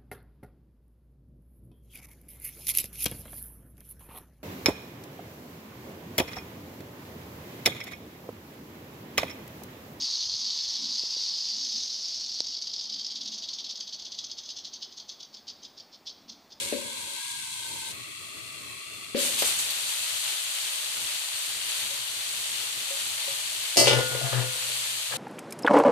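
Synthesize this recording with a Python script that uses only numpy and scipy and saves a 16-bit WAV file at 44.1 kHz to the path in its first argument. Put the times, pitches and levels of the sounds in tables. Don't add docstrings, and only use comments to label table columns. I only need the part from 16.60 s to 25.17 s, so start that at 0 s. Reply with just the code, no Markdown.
import sys
import numpy as np
from scipy import signal
from scipy.fft import rfft, irfft, next_fast_len
from scipy.io import wavfile
from scipy.ndimage import uniform_filter1d, map_coordinates

SR = 44100
rng = np.random.default_rng(int(sys.argv[2]) if len(sys.argv) > 2 else 0)


def wav_out(sig):
    wavfile.write(sys.argv[1], SR, np.round(np.clip(np.atleast_2d(sig).T, -1, 1) * 32767).astype(np.int16))


N = 377937

LIFT_S = 2.556
NEAR, FAR = 0, 1

# f/Hz, difference/dB
WOK_SIDE = [(300, 21), (600, -9), (800, -6), (1500, -2.5), (2100, 1), (3100, 8.5), (4600, 4), (5000, 2.5),
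            (7600, -3), (8600, 2), (9300, 4.5), (11000, 3.5), (14000, 1.5)]
# f/Hz, difference/dB
TABLE_SIDE = [(100, 12), (280, 13), (400, 7), (650, 3), (2300, 3.5), (4300, 0), (8000, -1), (14000, 1.5)]
# f/Hz, coherence (1 = identical)
ALIKE = [(100, 0.17), (300, 0.087), (630, 0.66), (1400, 0.2), (3000, 0.28)]
# f/Hz, relative level/dB
SHIMMER = [
    [(700, -30), (1300, -3), (2300, 5), (3000, 3), (5000, 12), (7600, 12), (9500, 9), (11000, 2),
     (14400, 2)],
    [(700, -30), (1300, 2), (2300, 13), (3000, 16), (3700, 16.5), (5000, 7), (9500, 5), (11000, -10),
     (14400, -8)],
]


def amp(db):
    return 10 ** (np.asarray(db) / 20)


def unit(x):
    return x / np.sqrt(np.mean(x ** 2) + 1e-20)


def along(points, hz):
    f, value = np.transpose(points)
    return np.interp(np.log(hz + 1), np.log(f), value)


def curves(rows):
    t, *columns = np.transpose(rows)
    return [np.interp(np.arange(N) / SR, t, column) for column in columns]


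def wobble(rate):
    knots = rng.standard_normal(int(N * rate / SR) + 4)
    return map_coordinates(knots, [np.arange(N) * rate / SR])


def filtered(x, response):
    size = x.shape[-1]
    padded = next_fast_len(size + 8192)
    spectrum = rfft(x, padded) * response(np.fft.rfftfreq(padded, 1 / SR))
    return irfft(spectrum, padded)[..., :size]


def shape(spectrum):
    return lambda hz: amp(along(spectrum, hz)) * np.minimum(hz / spectrum[0][0], 1) ** 2


def placed(pair, response, side):
    return unit(filtered(pair, lambda hz: response(hz) * amp(np.outer([1, -1], along(side, hz)) / 2)))


def panned(side_db):
    return amp(np.array([[1], [-1]]) * side_db / 2)


def add(out, s, x):
    part = out[:, round(s * SR):][:, :x.shape[1]]
    part += x[:, :part.shape[1]]


def gate(s, width):
    return .5 + .5 * np.tanh((np.arange(N) / SR - s) / width)


def swell(s, length, rise, t60):
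    t = np.arange(N) / SR - s
    return np.clip(t / (rise * length), 0, 1) * amp(-60 * np.maximum(t - length, 0) / t60)


def arch(s, length, power):
    return np.abs(np.sin(np.pi * np.clip((np.arange(N) / SR - s) / length, 0, 1))) ** power


def bursts(rate, clump_db):
    count = int(rate * N / SR)
    at = rng.integers(0, N, count)
    pair = []
    for _ in range(2):
        arrival = at + rng.integers(0, 20, count)
        pair.append(np.bincount(arrival, rng.standard_normal(count), N + 20)[:N])
    clumping = wobble(450) + .6 * wobble(60) + .4 * wobble(14)
    return np.array(pair) * amp(clump_db * clumping)


def covered(hiss_db, hollow_db, hollow, drift=0.027):
    # f/Hz, relative level/dB per Hz
    leak_spectrum = [(700, -51), (1400, -13), (1800, -16), (2100, -2), (3200, -4), (4500, -0.5),
                     (5100, -6.5), (6500, -3.5), (8000, 0), (9300, -1), (11000, -9), (14400, -16)]
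    hiss = placed(bursts(rate=16000, clump_db=0.0), shape(leak_spectrum), WOK_SIDE)

    def modes(hz):
        peaks = (amp(2 * db) / (1 + ((hz - centre) / (0.43 * width)) ** 2) ** 2
                 for centre, width, db in hollow)
        return np.sqrt(sum(peaks))

    lower, upper = (placed(bursts(rate=9000, clump_db=1.0), lambda hz: modes(hz / tune), WOK_SIDE)
                    for tune in (1 - drift, 1 + drift))
    blend = .5 + .5 * np.tanh(wobble(7.3))
    air = np.sqrt(1 - blend) * lower + np.sqrt(blend) * upper
    return amp(hiss_db + 3.5) * hiss + amp(hollow_db) * air


def open_wok(waver_db=0.69):
    # f/Hz, relative level/dB per Hz
    bubbling_spectrum = [(200, -64), (450, -16), (600, -13), (720, -15), (900, -11), (1500, -9.5),
                         (2000, -5.5), (2900, -1), (4000, -0.5), (4680, -0.5), (4900, -9), (5600, -8.5),
                         (7500, -19)]
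    # f/Hz, relative level/dB per Hz
    spray_spectrum = [(3500, -36), (5200, -11), (6200, -5), (7800, -1.5), (9300, -2), (10200, -6),
                      (11200, -9), (14400, -12)]
    # t/s, length/s, spray level/dB
    flares = [(2.553, 0.11, -27), (2.78, .02, -28), (2.84, 0.038, -28.5), (2.981, .016, -28),
              (3.27, 0.031, -36)]
    surge_s, opening_s = 0.81, .035
    since = np.maximum(np.arange(N) / SR - LIFT_S, 0)
    surge = np.exp(-(since / surge_s) ** 2)
    opening = 1 - np.exp(-since / opening_s)
    flare = sum(amp(db) * swell(s, length, rise=0.62, t60=0.36) for s, length, db in flares)
    bubbling = placed(bursts(rate=24000, clump_db=0.67), shape(bubbling_spectrum), WOK_SIDE)
    spray = placed(bursts(rate=30000, clump_db=0.17), shape(spray_spectrum), WOK_SIDE)
    bubbling_gain = np.hypot(amp(-33 + 2 * surge), amp(-4.5) * flare)
    spray_gain = np.hypot(opening * amp(-33.5 + 2.5 * surge), flare)
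    return amp(waver_db * wobble(7)) * (bubbling_gain * bubbling + spray_gain * spray)


def table_noise(size):
    def mid_side(hz):
        turn = np.arccos(np.clip(along(ALIKE, hz), -1, 1)) / 2
        return np.array([np.cos(turn), np.sin(turn)])

    mid, side = filtered(rng.standard_normal((2, size)), mid_side)
    return np.array([mid + side, mid - side])


def knock(spectrum, side, t60, tail_db, tail_t60):
    t = np.arange(SR // 2) / SR
    onset = 1 - np.exp(-t * SR / 10)
    fade = (amp(-60 * t / t60) + amp(tail_db - 60 * t / tail_t60)) * onset
    return placed(table_noise(len(t)), shape(spectrum), side) * fade


def spits():
    # f/Hz, relative level/dB per Hz
    spit_spectrum = [(300, -36), (800, -26), (4000, 15), (9000, -4), (14400, 11)]
    # t/s, relative level/dB
    drops = [(2.589, -32), (2.735, -33), (2.796, -18), (2.822, -16), (2.853, -23), (2.893, -27),
             (2.994, -27), (3.106, -21), (5.773, -27)]
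    out = np.zeros((2, N))
    for s, db in drops:
        add(out, s, amp(db + 2.5) * knock(spit_spectrum, WOK_SIDE, t60=0.0057, tail_db=-11, tail_t60=0.078))
    return out


def thud(hz, cycles):
    t = np.arange(SR // 8) / SR
    age = 2 * hz * t / cycles
    return age * np.exp(1 - age) * np.sin(2 * np.pi * hz * t) * panned(along(TABLE_SIDE, hz))


def ring(blows, rub, hz, struck_db, rubbed_db, t60):
    keep = np.exp(-2 * np.log(1000) / (t60 * SR))
    fed = (amp(struck_db) * blows) ** 2 + (1 - keep) * (amp(rubbed_db) * rub) ** 2
    energy = signal.lfilter([1], [1, -keep], fed)
    jolts = 0.5 * np.sqrt(fed / (energy + 1e-12)) * rng.standard_normal(len(fed))
    follow = np.exp(-2 * hz / SR)
    driven = np.sqrt(energy) * np.exp(1j * np.cumsum(jolts))
    swing = signal.lfilter([1 - follow], [1, -follow], driven)
    phase = 2 * np.pi * hz * np.arange(len(fed)) / SR
    lag = np.arccos(np.clip(along(ALIKE, hz), -1, 1)) * rng.choice([-1, 1])
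    pair = (swing * np.exp(1j * np.array([phase, phase + lag]))).imag
    return pair * panned(along(TABLE_SIDE, hz))


def sheet(spectrum, scatter_db=1.5):
    t = np.arange(SR // 5) / SR
    hz = 2500 + 79 * (np.arange(150) + rng.random(150))
    gain = amp(along(spectrum, hz) + scatter_db * rng.standard_normal(len(hz)))
    t60 = 0.22 * (5000 / hz) ** 0.1
    swing = np.exp((2j * np.pi * hz - np.log(1000) / t60)[:, None] * t)
    phases = np.exp(2j * np.pi * rng.random((2, len(hz))))
    return ((gain * phases) @ swing).imag / np.linalg.norm(gain)


def rim_contacts(contacts):
    # f/Hz, relative level/dB per Hz
    worktop_spectra = [
        [(50, -45), (190, -28), (260, -3), (365, 11), (450, -22), (575, 8), (700, -5), (820, -7), (1300, -8),
         (3000, -35)],
        [(50, -45), (190, -22), (260, -9), (365, 3), (540, 10), (690, -1), (900, 1), (1300, -5.5), (3000, -33)],
    ]
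    thud_hz = (612, 510)
    out, soft, hard = np.zeros((2, N)), np.zeros((2, N)), np.zeros((2, N))
    for s, edge, knock_db, ring_db in contacts:
        soft[edge, round(s * SR)] = amp(knock_db)
        hard[edge, round(s * SR)] = amp(ring_db)
        pitch = thud_hz[edge] * (1 + 0.046 * rng.standard_normal())
        top = knock(worktop_spectra[edge], TABLE_SIDE, t60=0.053, tail_db=-12, tail_t60=0.16)
        crack = knock(SHIMMER[edge], TABLE_SIDE, t60=0.012, tail_db=-5, tail_t60=0.1)
        add(out, s, amp(knock_db + 0.5) * thud(pitch, cycles=2.6))
        add(out, s, amp(knock_db - 1) * top)
        add(out, s, amp(ring_db + 2.5) * crack)
    return out, soft, hard


def lid_modes(soft, hard, rubs, grip_hz, start):
    # f/Hz, near-edge level/dB, far-edge level/dB, rubbed level/dB, t60/s
    lid = [(262, -23, -21, -26, .25), (346, -17, -20, -23, .25), (383, -11, -11, -19, .25),
           (458, -23, -9, -14, .3), (508, -19, -12, -12, .45), (576, -3, -13, -16, .22),
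           (629, -4.5, -19, -18, .2), (682, -4, -19, -11, .2), (890, -18, -15, -17, .3),
           (1233, -20, -25, -20, .3), (1422, -34, -28, -22, .7), (1443, -29, -14.5, -14, 1.45),
           (1653, -30, -27, -17, .3), (1755, -26, -19, -19, .5), (2025, -12.5, -14, -26, .45),
           (2317, -12, -8, -25, .36), (2690, -12, -19, -26, .25), (2837, -19, -8.5, -24, .3),
           (2890, -13.5, -9, -23, .33), (3004, -17, -12, -24, .25), (3222, -17, -18, -26, .3),
           (3548, -22, -12, -25, .3), (4110, -12, -22, -30, .2), (4532, -6, -26, -32, .33),
           (4658, -11, -20, -30, .25), (4780, -18, -13, -26, .5), (4882, -11, -28, -34, .2),
           (5118, -6.5, -11, -34, .33), (5278, -6, -22, -34, .24), (5564, -20, -20, -34, .4),
           (5946, -11.5, -21, -34, .3), (6460, -16, -18, -34, .35), (6794, -15, -26, -36, .22),
           (8463, -15, -24, -36, .22), (9377, -10, -20, -34, .28), (9940, -12, -24, -36, .22)]
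    grip_db, grip_octaves = 12, 0.15
    out = np.zeros((2, N))
    for hz, near_db, far_db, rubbed_db, t60 in lid:
        blows = soft if hz < 1900 else hard
        grip = amp(grip_db * np.exp(-(np.log2(hz / grip_hz) / grip_octaves) ** 2))
        struck = amp([near_db, far_db]) @ blows[:, start:]
        add(out, start / SR, ring(struck, grip @ rubs[:, start:], hz, 0, rubbed_db, t60))
    sheet_db = (1, -1.5)
    for edge in (NEAR, FAR):
        shimmer = signal.fftconvolve(hard[edge, start:][None], sheet(SHIMMER[edge]), axes=1)
        add(out, start / SR, amp(sheet_db[edge]) * shimmer)
    return out


def friction(slips, rubs):
    # f/Hz, relative level/dB per Hz
    rub_spectrum = [(50, -30), (120, 6.5), (190, -9.5), (280, -7), (380, -9), (490, -4), (680, 1), (850, 3),
                    (1200, -4), (1750, -1), (3000, -8), (8000, -43)]
    # f/Hz, relative level/dB per Hz
    scrape_spectrum = [(900, -24), (1230, -3), (1420, -18), (1655, 4), (1850, -9), (2600, -16), (6000, -28)]
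    # t/s, length/s, relative level/dB
    scrapes = [(7.71, 0.074, -36.5), (8.509, .04, -38)]
    out = amp(-1.5) * rubs.sum(axis=0) * placed(table_noise(N), shape(rub_spectrum), TABLE_SIDE)
    for s, length, db in scrapes:
        size = round(length * SR)
        noise = placed(table_noise(size), shape(scrape_spectrum), TABLE_SIDE)
        add(out, s, amp(db) * slips[:size] * signal.windows.tukey(size) * noise)
    return out


def dome(shoves):
    drumming = sum(amp(db) * arch(s, length, 1.8) for s, length, _, db, _ in shoves)
    phase = 2 * np.pi * np.cumsum(125.6 + 2.8 * wobble(30)) / SR
    return drumming * amp(1.2 * wobble(45)) * np.sin(phase) * panned(13.5)


def lid_down():
    # t/s, edge, relative knock level/dB, relative ring level/dB
    contacts = [(7.160, NEAR, -41, -37), (7.170, NEAR, -22, -19), (7.175, NEAR, -23.5, -20),
                (7.187, NEAR, -23.5, -21), (7.199, NEAR, -25, -21), (7.210, NEAR, -23, -25),
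                (7.225, NEAR, -24, -28), (7.243, NEAR, -32, -27), (7.258, FAR, -31, -25),
                (7.271, FAR, -20, -19), (7.280, FAR, -26, -19.5), (7.295, FAR, -24, -23),
                (7.309, FAR, -25, -28), (7.320, FAR, -26, -30), (7.331, FAR, -22, -26),
                (7.350, FAR, -27, -33), (7.368, FAR, -31, -36), (7.386, FAR, -26, -33),
                (7.407, FAR, -29, -41), (7.512, FAR, -39, -42), (7.549, FAR, -35, -46),
                (7.613, NEAR, -38, -46), (7.655, NEAR, -40, -48), (7.729, FAR, -31, -38),
                (7.955, FAR, -47, -56), (8.090, FAR, -47, -56), (8.527, FAR, -43, -41)]
    # t/s, length/s, relative rub level/dB, relative dome level/dB, favoured f/Hz
    shoves = [(7.16, .18, -35, -36, 580), (7.27, .18, -35, -28.5, 510), (7.485, .125, -37, -37.5, 460),
              (7.6, .105, -37, -32, 690), (7.706, .15, -35, -27.5, 380), (7.76, .12, -42, -46, 510),
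              (7.9, .31, -56, -55, 510), (8.49, .13, -42, -50, 510)]
    slip_rate, slip_db = 220, 3
    slips = unit(amp(slip_db * (wobble(slip_rate) + .6 * wobble(slip_rate / 5))))
    rubs = slips * np.array([amp(db) * arch(s, length, 0.6) for s, length, db, _, _ in shoves])
    grip_hz = np.array(shoves)[:, -1]
    start = round(contacts[0][0] * SR)
    impacts, soft, hard = rim_contacts(contacts)
    return impacts + lid_modes(soft, hard, rubs, grip_hz, start) + friction(slips, rubs) + dome(shoves)


def knob():
    # f/Hz, relative level/dB per Hz
    knob_spectrum = [(60, -45), (170, -28), (240, 7), (340, -3.5), (450, 0), (540, 8.5), (620, 3),
                     (760, -47), (1500, -20), (2600, -9.5), (5000, -36)]
    # t/s, relative level/dB
    bumps = [(.125, -25), (2.547, -23.5), (2.557, -34), (2.566, -31.5)]
    # t/s, length/s, relative level/dB
    nudges = [(0, 0.067, -44), (.43, 0.12, -51.5)]
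    # f/Hz, struck level/dB (rubbed: half this dB), t60/s
    seated = [(245, -19.5, 0.51), (358, -15.5, 0.42), (463, -21, 0.18), (550, -10, 0.12), (566, -8, 0.44)]
    out, blows = np.zeros((2, N)), np.zeros((1, N))
    for s, db in bumps:
        add(out, s, amp(db + 0.5) * thud(430, cycles=1.45))
        add(out, s, amp(db - 3.5) * knock(knob_spectrum, TABLE_SIDE, t60=0.1, tail_db=-9.5, tail_t60=0.81))
        add(blows, s, amp([[db]]))
    nudge = amp(3.2 * wobble(43)) * sum(amp(db) * arch(s, length, 0.6) for s, length, db in nudges)
    return out + sum(ring(blows[0], nudge, hz, db, db / 2, t60) for hz, db, t60 in seated)


def taps():
    # f/Hz, relative level/dB per Hz
    wok_spectrum = [(250, -10), (480, -2), (800, 0.5), (1100, -4.5), (1700, -6.5), (3000, -7), (6000, -18)]
    # t/s, knock level/dB, ring level/dB
    tap_times = [(2.822, -25.5, -49), (5.309, -58, -45), (6.307, -49, -37), (6.676, -43, -38.5)]
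    out, blows = np.zeros((2, N)), np.zeros((1, N))
    for s, knock_db, ring_db in tap_times:
        add(out, s, amp(knock_db) * knock(wok_spectrum, TABLE_SIDE, t60=0.036, tail_db=-9.5, tail_t60=0.43))
        add(blows, s, amp([[ring_db]]))
    return out + ring(blows[0], 0, 552, 0, 0, t60=0.23)


def room(x):
    # f/Hz, t60/s
    room_t60 = [(150, 0.81), (500, 0.19), (3000, 0.64), (12000, 0.08)]
    hz, t, z = signal.stft(rng.standard_normal((2, SR // 2)), SR, nperseg=256)
    decay = amp(-60 * t / along(room_t60, hz)[:, None])
    tail = signal.istft(z * decay, SR, nperseg=256)[1]
    return signal.fftconvolve(x, tail / np.linalg.norm(tail[0]), axes=1)[:, :N]


def kitchen():
    # f/Hz, relative level/dB per Hz
    rush_spectrum = [(20, -37), (50, -21), (90, -4), (122, 1.5), (165, -7), (260, -5.5), (400, -3),
                     (580, -12.5), (750, -13.5), (1500, -16)]
    # t/s, level/dB before its random changes
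    rush_course = [(0, -47.5), (0.6, -55), (1.1, -51.5), (3.05, -49.5), (3.3, -58.5), (5.6, -55.5),
                   (8.5, -58.5)]
    level_db, = curves(rush_course)
    waver = amp(1.5 * wobble(9) + 2 * wobble(22))
    rush = amp(level_db) * placed(table_noise(N), shape(rush_spectrum), TABLE_SIDE)
    hum_tone = np.sin(2 * np.pi * 120 * np.arange(N) / SR)
    hum = amp(-68.5 + 2.3 * wobble(2.43)) * hum_tone * amp([[3], [-10]])
    return waver * (rush + hum)


def scene():
    # f/Hz, relative width/Hz, relative level/dB
    hollow_near = [(581, 30, -10.5), (934, 42, 2), (1012, 170, -5.5), (1585, 57, 1), (2174, 37, 0.5),
                   (2670, 34, -0.5), (3340, 78, 2.5), (3660, 28, -0.5), (3910, 89, 2), (4230, 47, 3.5)]
    # f/Hz, relative width/Hz, relative level/dB
    hollow_far = [(615, 140, -11.5), (1132, 66, -1.5), (1244, 200, -6), (1964, 96, -2), (2370, 690, -5),
                  (2675, 107, 3), (3360, 270, -2.5), (4200, 460, -3.5)]
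    # t/s, relative level/dB
    leak_near = [(0.0, -34.5), (0.238, -41), (0.72, -38.5), (0.73, -40), (1.308, -39.5), (1.32, -37)]
    moved, lifted = gate(1.322, 0.0068), gate(LIFT_S, 0.01)
    leak_near_db, = curves(leak_near)
    near = covered(leak_near_db, -42, hollow_near)
    far = covered(-47, -43, hollow_far)
    under_lid = (1 - moved) * near + moved * far
    wok = (1 - lifted) * under_lid + lifted * open_wok()
    handling = knob() + spits() + taps() + lid_down()
    return wok + handling + amp(-15) * room(handling) + kitchen()


def record(dry):
    # low f/Hz, high f/Hz, threshold level/dB
    gate_bands = [(1, 185, -68), (185, 410, -66.5), (410, 800, -64)]
    depth_db, window_s, top_hz = -30, .03, 14350
    gated = dry
    for low_hz, high_hz, threshold_db in gate_bands:
        band = filtered(dry, lambda hz: 1 / (1 + (hz / high_hz) ** 16) - 1 / (1 + (hz / low_hz) ** 16))
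        power = np.abs(uniform_filter1d(np.mean(band ** 2, axis=0), int(window_s * SR)))
        faint = 1 / (1 + (power / amp(threshold_db) ** 2) ** 4)
        shut = uniform_filter1d(faint, int(window_s * SR / 2))
        gated = gated - (1 - amp(depth_db * shut)) * band
    return filtered(gated, lambda hz: 1 / (1 + (hz / top_hz) ** 400))


dry = scene()
out = record(dry)
wav_out(out)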